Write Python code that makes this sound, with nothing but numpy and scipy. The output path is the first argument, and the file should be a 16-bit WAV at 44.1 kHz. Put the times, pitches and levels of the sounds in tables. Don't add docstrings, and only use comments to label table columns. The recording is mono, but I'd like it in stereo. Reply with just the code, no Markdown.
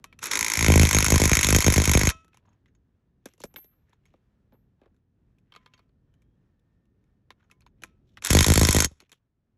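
import sys
import numpy as np
from scipy import signal
from scipy.fft import rfft, irfft, next_fast_len
from scipy.io import wavfile
from scipy.ndimage import uniform_filter1d, map_coordinates

SR = 44100
rng = np.random.default_rng(int(sys.argv[2]) if len(sys.argv) > 2 else 0)


def wav_record(signal):
    frames = np.transpose(np.atleast_2d(signal))
    bounded = np.clip(frames, -1, 1)
    quanta = np.round(bounded * 32767).astype(np.int16)
    wavfile.write(sys.argv[1], SR, quanta)


def volts_from_decibels(level):
    exponent = np.asarray(level, float) / 20
    return 10 ** exponent


N = 422037

# (time [s], level [dB])
AIR_LEVEL = [
    (0, -60),
    (2.1, -64),
    (2.6, -68.5),
    (4.3, -66.5),
    (7.2, -66),
    (8.2, -63),
    (8.902, -70),
    (9.198, -79),
    (9.57, -74),
]
# (frequency [Hz], level [dB])
RUMBLE_SPECTRUM = [(24, -32.5), (40, -2), (108, -2), (261, -10.5), (290, -14), (391, -17), (900, -40.5),
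                   (1170, -65), (1980, -120)]
RUSTLE_SPECTRUM = [(290, -35.5), (500, -6.5), (1480, -12), (1790, -11), (1950, -16), (5000, -25.5),
                   (8960, -32.5), (16000, -38.5)]
# (start [s], end [s], from [Hz], to [Hz], level [dB])
FAR_TONES = [
    (5.9, 7.399, 1804, 1820, -93),
    (6.08, 6.38, 3050, 3330, -93),
]

# (frequency [Hz], left lead [rad])
PORT_LEAD = [(1500, 0), (2000, .1), (2760, .7), (3620, .8), (4570, 2.1), (5170, 4.5), (5770, 6.1),
             (8200, 8.3), (9150, 9.42), (10700, 11), (12000, 12.3), (13300, 13.1), (14800, 15.2)]
# (frequency [Hz], level [dB])
SPOKE_SCATTER = [(600, -14.5), (1400, -21.5), (3000, -0.5), (4800, -2), (7000, -8), (9100, -21.5),
                 (11000, -11), (15000, -9)]

# (frequency [Hz], level [dB], t60 [s])
NUT_MODES = [(12600, -14, .097), (12680, 2, 0.32), (12800, -4, .12)]
WHEEL_MODES = np.c_[[651, 1045, 1303, 1690, 1912, 2482, 2572, 3155, 3623, 5749], [(-16.5, .25), (-5, .15),
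               (-7, .4), (-20, .2), (-17.5, .3), (-24, .4), (-11, .33), (-14, .26), (-22, .3), (-25, .3)]]
SOCKET_MODES = np.c_[[329, 1030, 1540, 1930, 2213, 2569, 3160, 3680, 4409, 5500, 6495, 6715, 7217, 10430],
                [(-12.5, .04), (-8, .05), (-10, .025), (-9, .04), (-8, .035), (-8, .04), (-10, .05),
                (-13, .03), (-12, .04), (-8, .03), (-2, .055), (-5, .03), (-9, .044), (-7, .0064)]]
HELD_SOCKET_MODES = [(1020, -12.5, 0.36), (1204, -6, 0.099), (2200, -2.5, 0.098), (2700, -10, .06),
                     (3200, 0.5, 0.055), (3500, -14, 0.052), (4400, 5, 0.027)]
ANVIL_MODES = [(2120, -0.5, .012), (2390, -4, .012)]
# (frequency [Hz], level [dB])
CLACK_SPECTRUM = [(750, -24), (950, -6.5), (1250, -7), (2000, -8.5), (2600, -6.5), (2850, -20),
                  (3600, -8.5), (5600, -24)]
SIZZLE_SPECTRUM = [(3800, -30), (4800, -4.5), (6500, -2.5), (8500, -4), (10500, -1), (13000, -18.5),
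                   (15000, -21), (16500, -46)]
JOLT_SPECTRUM = [(12, -45.5), (20, -19), (38, -6), (75, 2), (108, -4), (136, -5), (471, -18.5),
                 (698, -25.5), (1000, -31), (1300, -62), (2200, -120)]
HOUSING_SPECTRUM = [(120, -21), (250, 0.5), (450, -1), (800, -6.5), (1100, -29)]

# (middle [s], length [s], level [dB], centre [Hz])
SCRAPES = [(2.36, 0.066, -72.5, 2480), (2.489, .12, -71.5, 1020), (2.682, 0.042, -76.5, 1947),
           (3.296, 0.096, -75, 3010), (3.419, 0.03, -53.5, 4980), (3.502, 0.086, -79, 1205),
           (3.605, 0.15, -78.5, 2490), (3.73, 0.057, -81, 1495), (3.914, 0.088, -77, 1990),
           (4.099, .14, -80.5, 3000), (4.547, 0.039, -70, 904), (4.841, 0.081, -70.5, 894),
           (5.605, 0.23, -78, 1990), (5.77, 0.11, -77, 2530), (7.418, 0.07, -73, 1494),
           (7.861, 0.11, -73, 2470), (8.123, 0.11, -80.5, 3960), (9.028, 0.073, -73.5, 2500),
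           (9.148, 0.053, -76.5, 3560)]
# (time [s], level [dB], note [Hz])
SET_DOWN = [(2.246, -55.5, 1312), (3.257, -34, 429.3), (3.286, -52, 2090), (3.337, -55.5, 2050),
            (3.379, -57, 2770), (3.403, -43.5, 980), (3.438, -26.5, 429), (3.541, -46, 855),
            (3.644, -55, 3820), (3.894, -64.5, 976), (7.821, -45.5, 2990), (8.914, -52, 250.6)]
NUDGES = [(3.574, -50.5, 1703), (4.139, -57, 1202), (4.523, -56, 823), (4.816, -58, 1660),
          (4.859, -58, 1110), (4.54, -63, 1513), (4.835, -62.5, 2390), (5.79, -60, 1100), (9.02, -56, 1094)]
CLICKS = [(.042, -29.5, 1110), (.19, -36.5, 2650), (2.28, -56, 1300), (2.344, -49, 820),
          (2.372, -48.5, 1027), (3.258, -33, 1590), (3.439, -38, 3820), (3.584, -44.5, 850),
          (4.055, -52, 2210), (6.14, -61.5, 3025), (6.22, -60.5, 2330), (4.945, -70.5, 1595),
          (4.965, -71, 1400), (5.385, -62, 2505), (6.595, -70.5, 3500), (6.855, -72, 2700),
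          (7.04, -71, 2204), (7.513, -43, 2550), (7.607, -54, 2480), (7.836, -25, 2420), (8.223, -30, 2400),
          (9.003, -39.5, 4360), (9.095, -50.5, 2440), (9.118, -39, 3700), (9.127, -42, 3260)]
SEATING = [(.127, -39.5, 2300), (2.332, -49, 2540), (2.455, -58, 1025), (2.659, -55, 2014),
           (3.561, -27, 2192), (3.931, -48.5, 960), (5.522, -40, 3100), (5.539, -47, 1400),
           (5.55, -41, 1070), (5.562, -33.5, 1230), (5.661, -39, 1194), (5.737, -42, 2710),
           (5.778, -50, 4460), (5.793, -49, 4400), (5.892, -69, 4365), (7.305, -33.5, 1025),
           (7.5, -52, 1350), (7.619, -50.5, 4320), (7.664, -44, 981), (8.172, -32, 2007)]
# (time [s], level [dB])
NUT_CHIMES = [
    (3.257, -76.5),
    (3.44, -57.5),
    (3.561, -45.5),
    (4.53, -75.5),
]
# (time [s], level [dB])
WHEEL_TAPS = [
    (.042, -55),
    (2.099, -39.5),
    (5.562, -63.5),
    (5.793, -75),
    (7.836, -59),
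    (8.172, -75.5),
]
# (time [s], level [dB])
SOCKET_RATTLES = [(2.345, -66), (2.46, -78.5), (2.49, -73), (2.53, -71), (2.68, -82), (2.75, -68.5),
                  (3.935, -76), (4.06, -68.5), (5.74, -63), (7.44, -78.5), (7.665, -73.5), (9.02, -64)]
# (time [s], level [dB])
SOCKET_KNOCKS = [
    (5.522, -57.5),
    (5.539, -59),
    (5.562, -55),
    (5.661, -57),
    (5.737, -59.5),
    (5.793, -72),
    (7.305, -67),
    (7.513, -62),
]

# (squeeze [s], load taken [s], release [s], whirr [dB])
TRIGGER_PULLS = [
    (0.203, 0.309, 2.11, -32.5),
    (8.217, 8.282, 8.852, -31.5),
]
# (time [s], level [dB])
SPIN_UP = [(0, -40), (.024, -7)]
SPIN_DOWN = [(.022, -24), (.055, -34), (.14, -50)]

# (time [s], clack [dB], sizzle [dB])
SLACK_KNOCKS = [(0.228, -24, -31.5), (0.234, -30.5, -30.5), (0.24, -28, -30), (0.256, -24, -27),
                (0.26, -27.5, -29.5), (0.27, -33, -30.5), (2.09, -18, -23.5), (2.099, -15.5, -22),
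                (8.248, -18, -22), (8.259, -16.5, -27), (8.27, -16, -19)]
# (time [s], level [dB])
REBOUNDS = [(0.316, -16), (0.82, -15.5), (0.8419, -21.5), (0.8579, -19.5), (0.9353, -17.5), (0.953, -19),
            (0.9731, -19.0), (0.9984, -21.0), (1.0507, -16), (1.1466, -15.5), (1.2055, -15), (1.23, -19),
            (1.2435, -17.0), (1.2492, -18.0), (1.345, -19), (1.4347, -13), (1.4405, -21.5), (1.4541, -22.5),
            (1.4922, -14.5), (1.501, -18), (1.5515, -14.0), (1.5586, -16.5), (1.611, -19), (1.6171, -19.5),
            (1.6686, -17.5), (1.6772, -17.5), (1.7271, -16.0), (1.7333, -21.5), (1.7666, -17.5),
            (1.8431, -16.0), (1.8816, -18), (1.9385, -13.5), (1.944, -17.5), (2.016, -22.5), (8.3124, -15),
            (8.4179, -22.5), (8.6395, -20.5), (8.677, -22.5), (8.7153, -23.5), (8.753, -20), (8.7903, -17),
            (8.8558, -19)]
# (time [s], jolt signed in or out [full scale])
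AFTERSHOCKS = [
    (2.0966, -0.048),
    (2.146, -.012),
    (8.865, -0.033),
    (8.911, 0.011),
]
# (time [s], clack [dB], sizzle
# [dB], jolt signed in or out [full scale])
FIRST_NUT_BLOWS = [(0.3115, -25.5, -18.5, -0.01), (0.333, -21.5, -20, -0.0), (0.3534, -22.5, -17.5, -0.01),
                   (0.3714, -24, -15.5, -0.02), (0.39, -24, -16.5, -0.0), (0.4085, -22.0, -15.5, 0.03),
                   (0.4266, -23.0, -18.0, -0.0), (0.443, -24.0, -15.5, -0.01), (0.4632, -22.5, -16.5, -0.0),
                   (0.481, -24.5, -17.5, -0.0), (0.4988, -23.5, -16.0, -0.01), (0.5176, -23.0, -16.5, -0.01),
                   (0.5353, -22.5, -15, 0.0), (0.5528, -22.5, -18.0, 0.01), (0.571, -22.5, -16.0, 0.14),
                   (0.59, -20.5, -15.5, -0.14), (0.6075, -18.5, -15.5, -0.18), (0.625, -19.5, -14, 0.3),
                   (0.6441, -20.5, -16, -0.21), (0.6625, -19, -15.5, -0.22), (0.6812, -20.5, -15, 0.88),
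                   (0.6999, -20.5, -14.5, -0.7), (0.7187, -19, -12, 0.7), (0.7373, -18, -14.5, -0.36),
                   (0.7562, -21.5, -12, 0.98), (0.7752, -20, -15, -0.56), (0.7947, -17, -12.5, 0.98),
                   (0.8128, -19.0, -14.5, -0.7), (0.8308, -17, -14, 0.85), (0.8507, -21, -16.5, -0.25),
                   (0.869, -20, -13, 0.26), (0.8889, -20, -13, -0.07), (0.9092, -17.5, -12.5, -0.13),
                   (0.9283, -20, -13.0, 0.15), (0.946, -18, -12.0, -0.46), (0.9654, -18.5, -17.5, 0.48),
                   (0.9846, -17.5, -13.0, 0.3), (1.0042, -21.0, -14.5, -0.16), (1.024, -19.0, -14.5, 0.24),
                   (1.043, -20, -15.0, 0.05), (1.062, -17.5, -13, 0.23), (1.082, -20.5, -14.5, -0.16),
                   (1.102, -17.5, -10, 0.2), (1.12, -21, -11.5, 0.74), (1.1391, -20.5, -15.0, -0.54),
                   (1.157, -17.5, -13, 0.62), (1.178, -21.0, -16.0, -0.03), (1.198, -18.5, -14.5, -0.22),
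                   (1.216, -18, -12, 0.49), (1.2364, -20, -14.0, -0.29), (1.2536, -18.5, -11.5, 0.48),
                    (1.275, -22.5, -15.5, -0.23), (1.2938, -23.0, -16, 0.01), (1.3142, -18, -14, 0.61),
                    (1.331, -18, -12, 0.22), (1.3513, -18.5, -13.5, -0.01), (1.3686, -16.5, -12, 0.26),
                    (1.3894, -16.5, -14.5, -0.15), (1.4089, -25, -11.5, 0.01), (1.429, -21, -14, 0.076),
                    (1.4444, -16.5, -12.0, 0.23), (1.467, -19, -12, -0.24), (1.4863, -20.5, -13.5, 0.27),
                    (1.5039, -19, -13, 0.36), (1.5248, -21.5, -13, -0.59), (1.5463, -18.0, -13.5, 0.65),
                    (1.562, -21.5, -11.5, -0.38), (1.584, -20.5, -14.0, 0.27), (1.6036, -22, -15.0, 0.0011),
                    (1.6219, -20, -14, -0.04), (1.6424, -21.0, -15.5, -0.18), (1.6632, -21.0, -15.5, 0.63),
                    (1.6792, -18.5, -12.5, -0.77), (1.7003, -22.0, -16, 0.31), (1.7213, -23, -12.5, 0.17),
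                    (1.7384, -22.0, -10, -0.023), (1.7593, -23.0, -17.0, -0.51), (1.7782, -20, -11.5, 0.68),
                    (1.7988, -21.5, -18, -0.39), (1.8168, -23.5, -15, 0.17), (1.8374, -24, -17.0, -0.12),
                    (1.8538, -21.5, -12, 0.076), (1.874, -22.5, -18, -0.5), (1.893, -19, -12.5, 0.49),
                    (1.9138, -21.0, -14, -0.29), (1.934, -20.5, -15.5, 0.045), (1.9496, -17.5, -15.0, 0.82),
                    (1.9721, -18.5, -13.5, -0.44), (1.9912, -28, -14.5, -0.19), (2.0117, -22, -17.5, 0.23),
                    (2.0318, -22.0, -18, 0.41), (2.052, -22.5, -16.5, -0.095), (2.0703, -18.0, -15.5, 0.58)]
SECOND_NUT_BLOWS = [(8.303, -16.5, -8.5, 0.58), (8.3288, -18, -8.5, -0.36), (8.3485, -12, -12, 0.78),
                    (8.3677, -15, -12.0, -0.59), (8.3872, -12, -12, 0.48), (8.406, -15, -10.5, -0.57),
                    (8.4261, -17.0, -11, -0.11), (8.4428, -16.5, -14.0, 0.02), (8.4631, -19, -13, 0.29),
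                    (8.4812, -20.5, -14.5, -0.52), (8.4995, -17.5, -15, 0.93), (8.518, -18.0, -14, -0.38),
                    (8.5364, -20.5, -11.0, 0.09), (8.5556, -17, -15, 0.41), (8.575, -14.5, -13.0, -0.62),
                    (8.5935, -22.0, -13.5, -0.21), (8.612, -15.5, -13, 0.72), (8.6301, -21.5, -15.5, -0.51),
                    (8.6491, -14.5, -13.0, 0.31), (8.669, -27.5, -16.5, -0.11), (8.6862, -15, -10.0, 0.54),
                    (8.7068, -25.5, -15.0, -0.07), (8.7263, -22.5, -11.5, 0.06),
                    (8.7457, -23.0, -15.5, -0.35), (8.7634, -18.5, -11.0, 0.52),
                    (8.7843, -19.5, -16.5, -0.18), (8.802, -16.5, -9.0, 0.19),
                    (8.8212, -20.5, -15.5, -0.13), (8.8439, -16, -10.5, 0.13)]
# (frequency [Hz], level [dB])
LOOSE_COLOUR = [(420, -1), (740, -8.5), (900, 1), (1030, -1), (1450, 2), (2000, -1), (2500, -1.5),
                (3000, -2), (4200, 0.5), (5500, 0.5)]
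FIRST_NUT_COLOUR = [(1030, -3.5), (1500, -1.2), (2300, -1), (2800, -2.5), (3400, -2.5), (3750, -1),
                    (4600, 0.5)]
SECOND_NUT_COLOUR = [(1000, -4.5), (1350, -2), (1800, -2), (2300, -6.5), (3100, -0.5), (3400, 3),
                     (3900, -0.5), (4450, 4.5), (6500, -2), (7800, 5), (9500, 2)]

# (contacts, sizzle over clack [dB], thud over clack [dB])
CONTACT_KINDS = [(SET_DOWN, -5, -5.5), (NUDGES, -27.5, 2.6), (CLICKS, -9, -22.5), (SEATING, -23.5, -23.5)]
LENGTH = 4096
STEADY_S, TIGHT_S = .38, .545
MOVED_S = 5
OPPOSITE = np.array([[1], [-1]])


def along(points, hz):
    f, v = np.transpose(points)
    return np.interp(np.log(hz + 1), np.log(f + 1), v)


def unit(x):
    return x / np.sqrt(np.mean(x ** 2) + 1e-20)


def filtered(x, response):
    n = x.shape[-1]
    m = next_fast_len(n + 8192)
    return irfft(rfft(x, m) * response(np.fft.rfftfreq(m, 1 / SR)), m)[..., :n]


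def hiss(shape, spectrum):
    def response(hz):
        inside = (hz > spectrum[0][0]) & (hz < spectrum[-1][0])
        return volts_from_decibels(along(spectrum, hz)) * inside
    return unit(filtered(rng.standard_normal(shape), response))


def wobble(rate):
    knots = rng.standard_normal(int(N * rate / SR) + 4)
    return map_coordinates(knots, [np.arange(N) * rate / SR])


def placed(times, rows):
    where = np.round(times * SR).astype(int)[:, None] + np.arange(rows.shape[1])
    return np.bincount(np.maximum(where, 0).ravel(), rows.ravel(), N + rows.shape[1])[:N]


def rings(modes, count, size, scatter_db, slip):
    hz, db, t60 = np.transpose(modes)[:, :, None]
    t = np.arange(size) / SR
    attack = 1 - np.exp(-t / 0.000045)
    wave = volts_from_decibels(db - 60 * t / t60) * attack * np.exp(2j * np.pi * hz * t)
    chance = rng.standard_normal((count, 2, len(hz)))
    strength = volts_from_decibels(scatter_db * chance[:, 0]) * np.exp(1j * slip * chance[:, 1])
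    return (strength @ wave).imag


def struck(table, modes):
    s, db = np.transpose(table)
    ring = rings(modes, count=len(s), size=6 * LENGTH, scatter_db=3.0, slip=4.38)
    return placed(s, volts_from_decibels(db)[:, None] * ring)


def cracks(clack_db, sizzle_db, clack_t60, sizzle_t60, rise, chatter_db, alike=0):
    t = np.arange(LENGTH) / SR
    shape = (len(clack_db), LENGTH)
    attack = 1 - np.exp(-t / rise)
    swing = unit(uniform_filter1d(rng.standard_normal(shape), size=40))
    chatter = volts_from_decibels(chatter_db * np.tanh(swing / 2) * 2)
    repeated = np.sqrt(alike) * hiss(LENGTH, CLACK_SPECTRUM)
    grain = repeated + np.sqrt(1 - alike) * chatter * hiss(shape, CLACK_SPECTRUM)
    clack = volts_from_decibels(clack_db[:, None] - 60 * t / clack_t60) * grain
    sizzle = volts_from_decibels(sizzle_db[:, None] - 60 * t / sizzle_t60) * chatter * hiss(shape, SIZZLE_SPECTRUM)
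    return attack * (clack + sizzle)


def ports(x):
    pair = filtered(x, lambda hz: np.exp(.5j * along(PORT_LEAD, hz) * OPPOSITE))
    z = signal.stft(x, nperseg=64)[2]
    random_phase = np.exp(2j * np.pi * rng.random((2, *z.shape)))
    scatter = signal.istft(z * random_phase, nperseg=64)[1][:, :N]
    return pair + filtered(scatter, lambda hz: volts_from_decibels(along(SPOKE_SCATTER, hz)))


def air():
    s, rumble_db = np.transpose(AIR_LEVEL)
    rustle_db = -72 + 0.37 * (rumble_db - rumble_db.mean())
    t = np.arange(N) / SR
    rumble = volts_from_decibels(np.interp(t, s, rumble_db) + 1.3 * wobble(9)) * hiss(N, RUMBLE_SPECTRUM)
    rustle = 0.21 * hiss((2, N), RUSTLE_SPECTRUM) + 0.12 * ports(hiss(N, RUSTLE_SPECTRUM))
    return rumble + volts_from_decibels(np.interp(t, s, rustle_db) + 2 * wobble(7.9)) * rustle


def far_tones():
    t, out = np.arange(N) / SR, 0
    for start, end, from_hz, to_hz, db in FAR_TONES:
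        u = np.clip((t - start) / (end - start), 0, 1)
        hz = (from_hz + (to_hz - from_hz) * u) * (1 + .008 * wobble(60))
        swell = np.sin(np.pi * u) ** .5
        out = out + volts_from_decibels(db + 2.52 * wobble(25)) * swell * np.sin(2 * np.pi * np.cumsum(hz) / SR)
    return out


def rubbing():
    s, length, db, centre = np.transpose(SCRAPES)
    t = (np.arange(4 * LENGTH) - 2 * LENGTH) / SR
    grains = volts_from_decibels(4 * unit(uniform_filter1d(rng.standard_normal((len(s), len(t))), size=250)))
    noise = np.array([hiss(len(t), [(f / 5, -24), (f / 1.0, 0), (f * 0.75, 0), (f * 5, -30)])
                      for f in centre])
    swell = np.exp(-(2 * t / length[:, None]) ** 2)
    return placed(s + t[0], volts_from_decibels(db)[:, None] * swell * unit(grains * noise))


def handling():
    contacts = [(*row, row[1] + bright_db, row[1] + dull_db)
                for rows, bright_db, dull_db in CONTACT_KINDS for row in rows]
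    s, clack_db, hz, sizzle_db, thud_db = np.transpose(contacts)
    snap = cracks(clack_db - 7, sizzle_db + 1.0,
                  clack_t60=0.008, sizzle_t60=0.016, rise=0.00047, chatter_db=4.5)
    tail = cracks(clack_db - 18.0, sizzle_db - 16,
                  clack_t60=0.047, sizzle_t60=0.066, rise=0.00037, chatter_db=8.5)
    t = np.arange(LENGTH) / SR
    note = volts_from_decibels(clack_db[:, None] - 6.5 - 60 * t / 0.025) * np.sin(2 * np.pi * hz[:, None] * t)
    dull = hiss(snap.shape, [(80, -27.0), (200, 3.5), (500, 1.5), (1200, -21.0)])
    thud = volts_from_decibels(thud_db[:, None] + 0.5 - 60 * t / 0.049) * dull
    ringing = struck(WHEEL_TAPS, WHEEL_MODES) + struck(SOCKET_RATTLES, SOCKET_MODES)
    ringing = ringing + struck(SOCKET_KNOCKS, HELD_SOCKET_MODES)
    return placed(s - .0006, snap + note + tail + thud) + ringing


def nut_chimes():
    return struck(NUT_CHIMES, NUT_MODES) * volts_from_decibels(.8 * OPPOSITE)


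def motor():
    t, level = np.arange(N) / SR, 0
    for squeeze, load, release, whirr_db in TRIGGER_PULLS:
        course = [*np.add(SPIN_UP, (squeeze, 0)), (load, -7), (load + 0.014, 0),
                  (release, -0.5), *np.add(SPIN_DOWN, (release, 0))]
        s, db = np.transpose(course)
        level = level + volts_from_decibels(whirr_db + np.interp(t, s, db, -120, -120))
    level = level * volts_from_decibels(-4 * ((t > STEADY_S) & (t < TIGHT_S)))
    grit = volts_from_decibels(2 * wobble(200))
    gears = grit * (hiss(N, CLACK_SPECTRUM) + 1.7 * hiss(N, SIZZLE_SPECTRUM))

    def through_socket(f):
        body = 0.62
        for centre, db, t60 in SOCKET_MODES:
            damping = 1j * f * 9 / t60
            body = body + volts_from_decibels(db) * damping / (centre * centre - f * f + damping)
        return body / (1 + (f / 8200) ** 4) / (1 + (f / 12600) ** 24)

    return level * (unit(filtered(gears, through_socket)) + 0.36 * hiss(N, HOUSING_SPECTRUM))


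def rebounds():
    s, db = np.transpose(REBOUNDS)
    crack = cracks(db - 5.5, db - 6.5, clack_t60=0.013, sizzle_t60=0.025, rise=0.000073, chatter_db=1.5)
    ring = rings(SOCKET_MODES, count=len(s), size=LENGTH, scatter_db=6.0, slip=4.4)
    return placed(s, crack + volts_from_decibels(db - 12.5)[:, None] * ring)


def blows():
    s, clack_db, sizzle_db, jolt = np.transpose(FIRST_NUT_BLOWS + SECOND_NUT_BLOWS)
    free = np.flatnonzero((s > STEADY_S) & (s < TIGHT_S))
    s[free] = np.linspace(s[free[0]], s[free[-1]], len(free))
    unrest = np.clip((s - TIGHT_S) / .14, .06, 1)
    return s, clack_db + 6, sizzle_db - 2, jolt, unrest[:, None]


def hammer(s, clack_db, sizzle_db, unrest):
    count, second = len(s), s > MOVED_S
    crack = cracks(clack_db - .6, sizzle_db + 2.0, clack_t60=0.012, sizzle_t60=0.021,
                   rise=0.00034, chatter_db=3.0, alike=1 - 0.66 * unrest)
    socket_gain = volts_from_decibels((clack_db + sizzle_db) / 2 - 9.5)[:, None] * volts_from_decibels(-1.5 * (1 - unrest))
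    socket = socket_gain * rings(SOCKET_MODES, count, LENGTH, scatter_db=5.1 * unrest, slip=0.17 * unrest)
    wheel_gain = volts_from_decibels(clack_db - 40.5 - 7 * second)[:, None]
    wheel = wheel_gain * rings(WHEEL_MODES, count, 6 * LENGTH, scatter_db=1.0, slip=0.95)
    knock_gain = volts_from_decibels(clack_db - 4 - 2.3 * second)[:, None]
    knock = knock_gain * rings(ANVIL_MODES, count, LENGTH, scatter_db=1.9 * unrest, slip=.8 * unrest)
    when, low_db, high_db = np.transpose(SLACK_KNOCKS)
    slack = cracks(low_db - 9.5, high_db + 0.5,
                   clack_t60=0.037, sizzle_t60=0.023, rise=0.0002, chatter_db=7.0)
    struck_blows = placed(s + .0009, crack + socket + knock) + placed(s + 0.00033, wheel)
    return struck_blows + placed(when - .0005, slack)


def facing(tool):
    stage = np.digitize(np.arange(N) / SR, [TIGHT_S, MOVED_S])
    out = 0
    for k, colour in enumerate([LOOSE_COLOUR, FIRST_NUT_COLOUR, SECOND_NUT_COLOUR]):
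        out = out + filtered(tool * (stage == k), lambda hz: volts_from_decibels(along(colour, hz)))
    return out


def thump(times, heights):
    def shape(hz):
        return volts_from_decibels(along(JOLT_SPECTRUM, hz)) * np.exp(.2j)
    peak = filtered(np.eye(1, LENGTH)[0], shape)[0]
    edge_db = 4.5 * rng.standard_normal(len(times)) + 2.5 * (times > MOVED_S)
    edges = heights * (volts_from_decibels(edge_db) - 1)
    sharp = filtered(placed(times, edges[:, None]), lambda hz: 1 / (1 + (300 / (hz + 1)) ** 4))
    return filtered(placed(times, heights[:, None]) + sharp, shape) / peak


def scene():
    s, clack_db, sizzle_db, jolt, unrest = blows()
    late_s, late_jolt = np.transpose(AFTERSHOCKS)
    pushes = thump(np.r_[s + 0.00029, late_s], np.r_[jolt, late_jolt])
    port_lead_s = .00004
    shaken = filtered(pushes, lambda hz: np.exp(1j * np.pi * hz * port_lead_s * OPPOSITE))
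    lean_db = .2 * wobble(20) * OPPOSITE
    tool = facing(hammer(s, clack_db, sizzle_db, unrest) + rebounds() + motor())
    near = ports(tool + handling() + rubbing())
    return air() + far_tones() + near + nut_chimes() + volts_from_decibels(lean_db) * shaken


def band_limit(x):
    return signal.sosfilt(signal.butter(12, 16800, fs=SR, output="sos"), x)


def record(dry):
    mix = filtered(dry, lambda hz: np.exp(-1.4j * np.pi * np.log(1 + (hz / 30) ** 2)))
    mix = mix / (1 + np.abs(mix / .97) ** 6) ** (1 / 6)
    return band_limit(mix)


dry = scene()
out = record(dry)
wav_record(out)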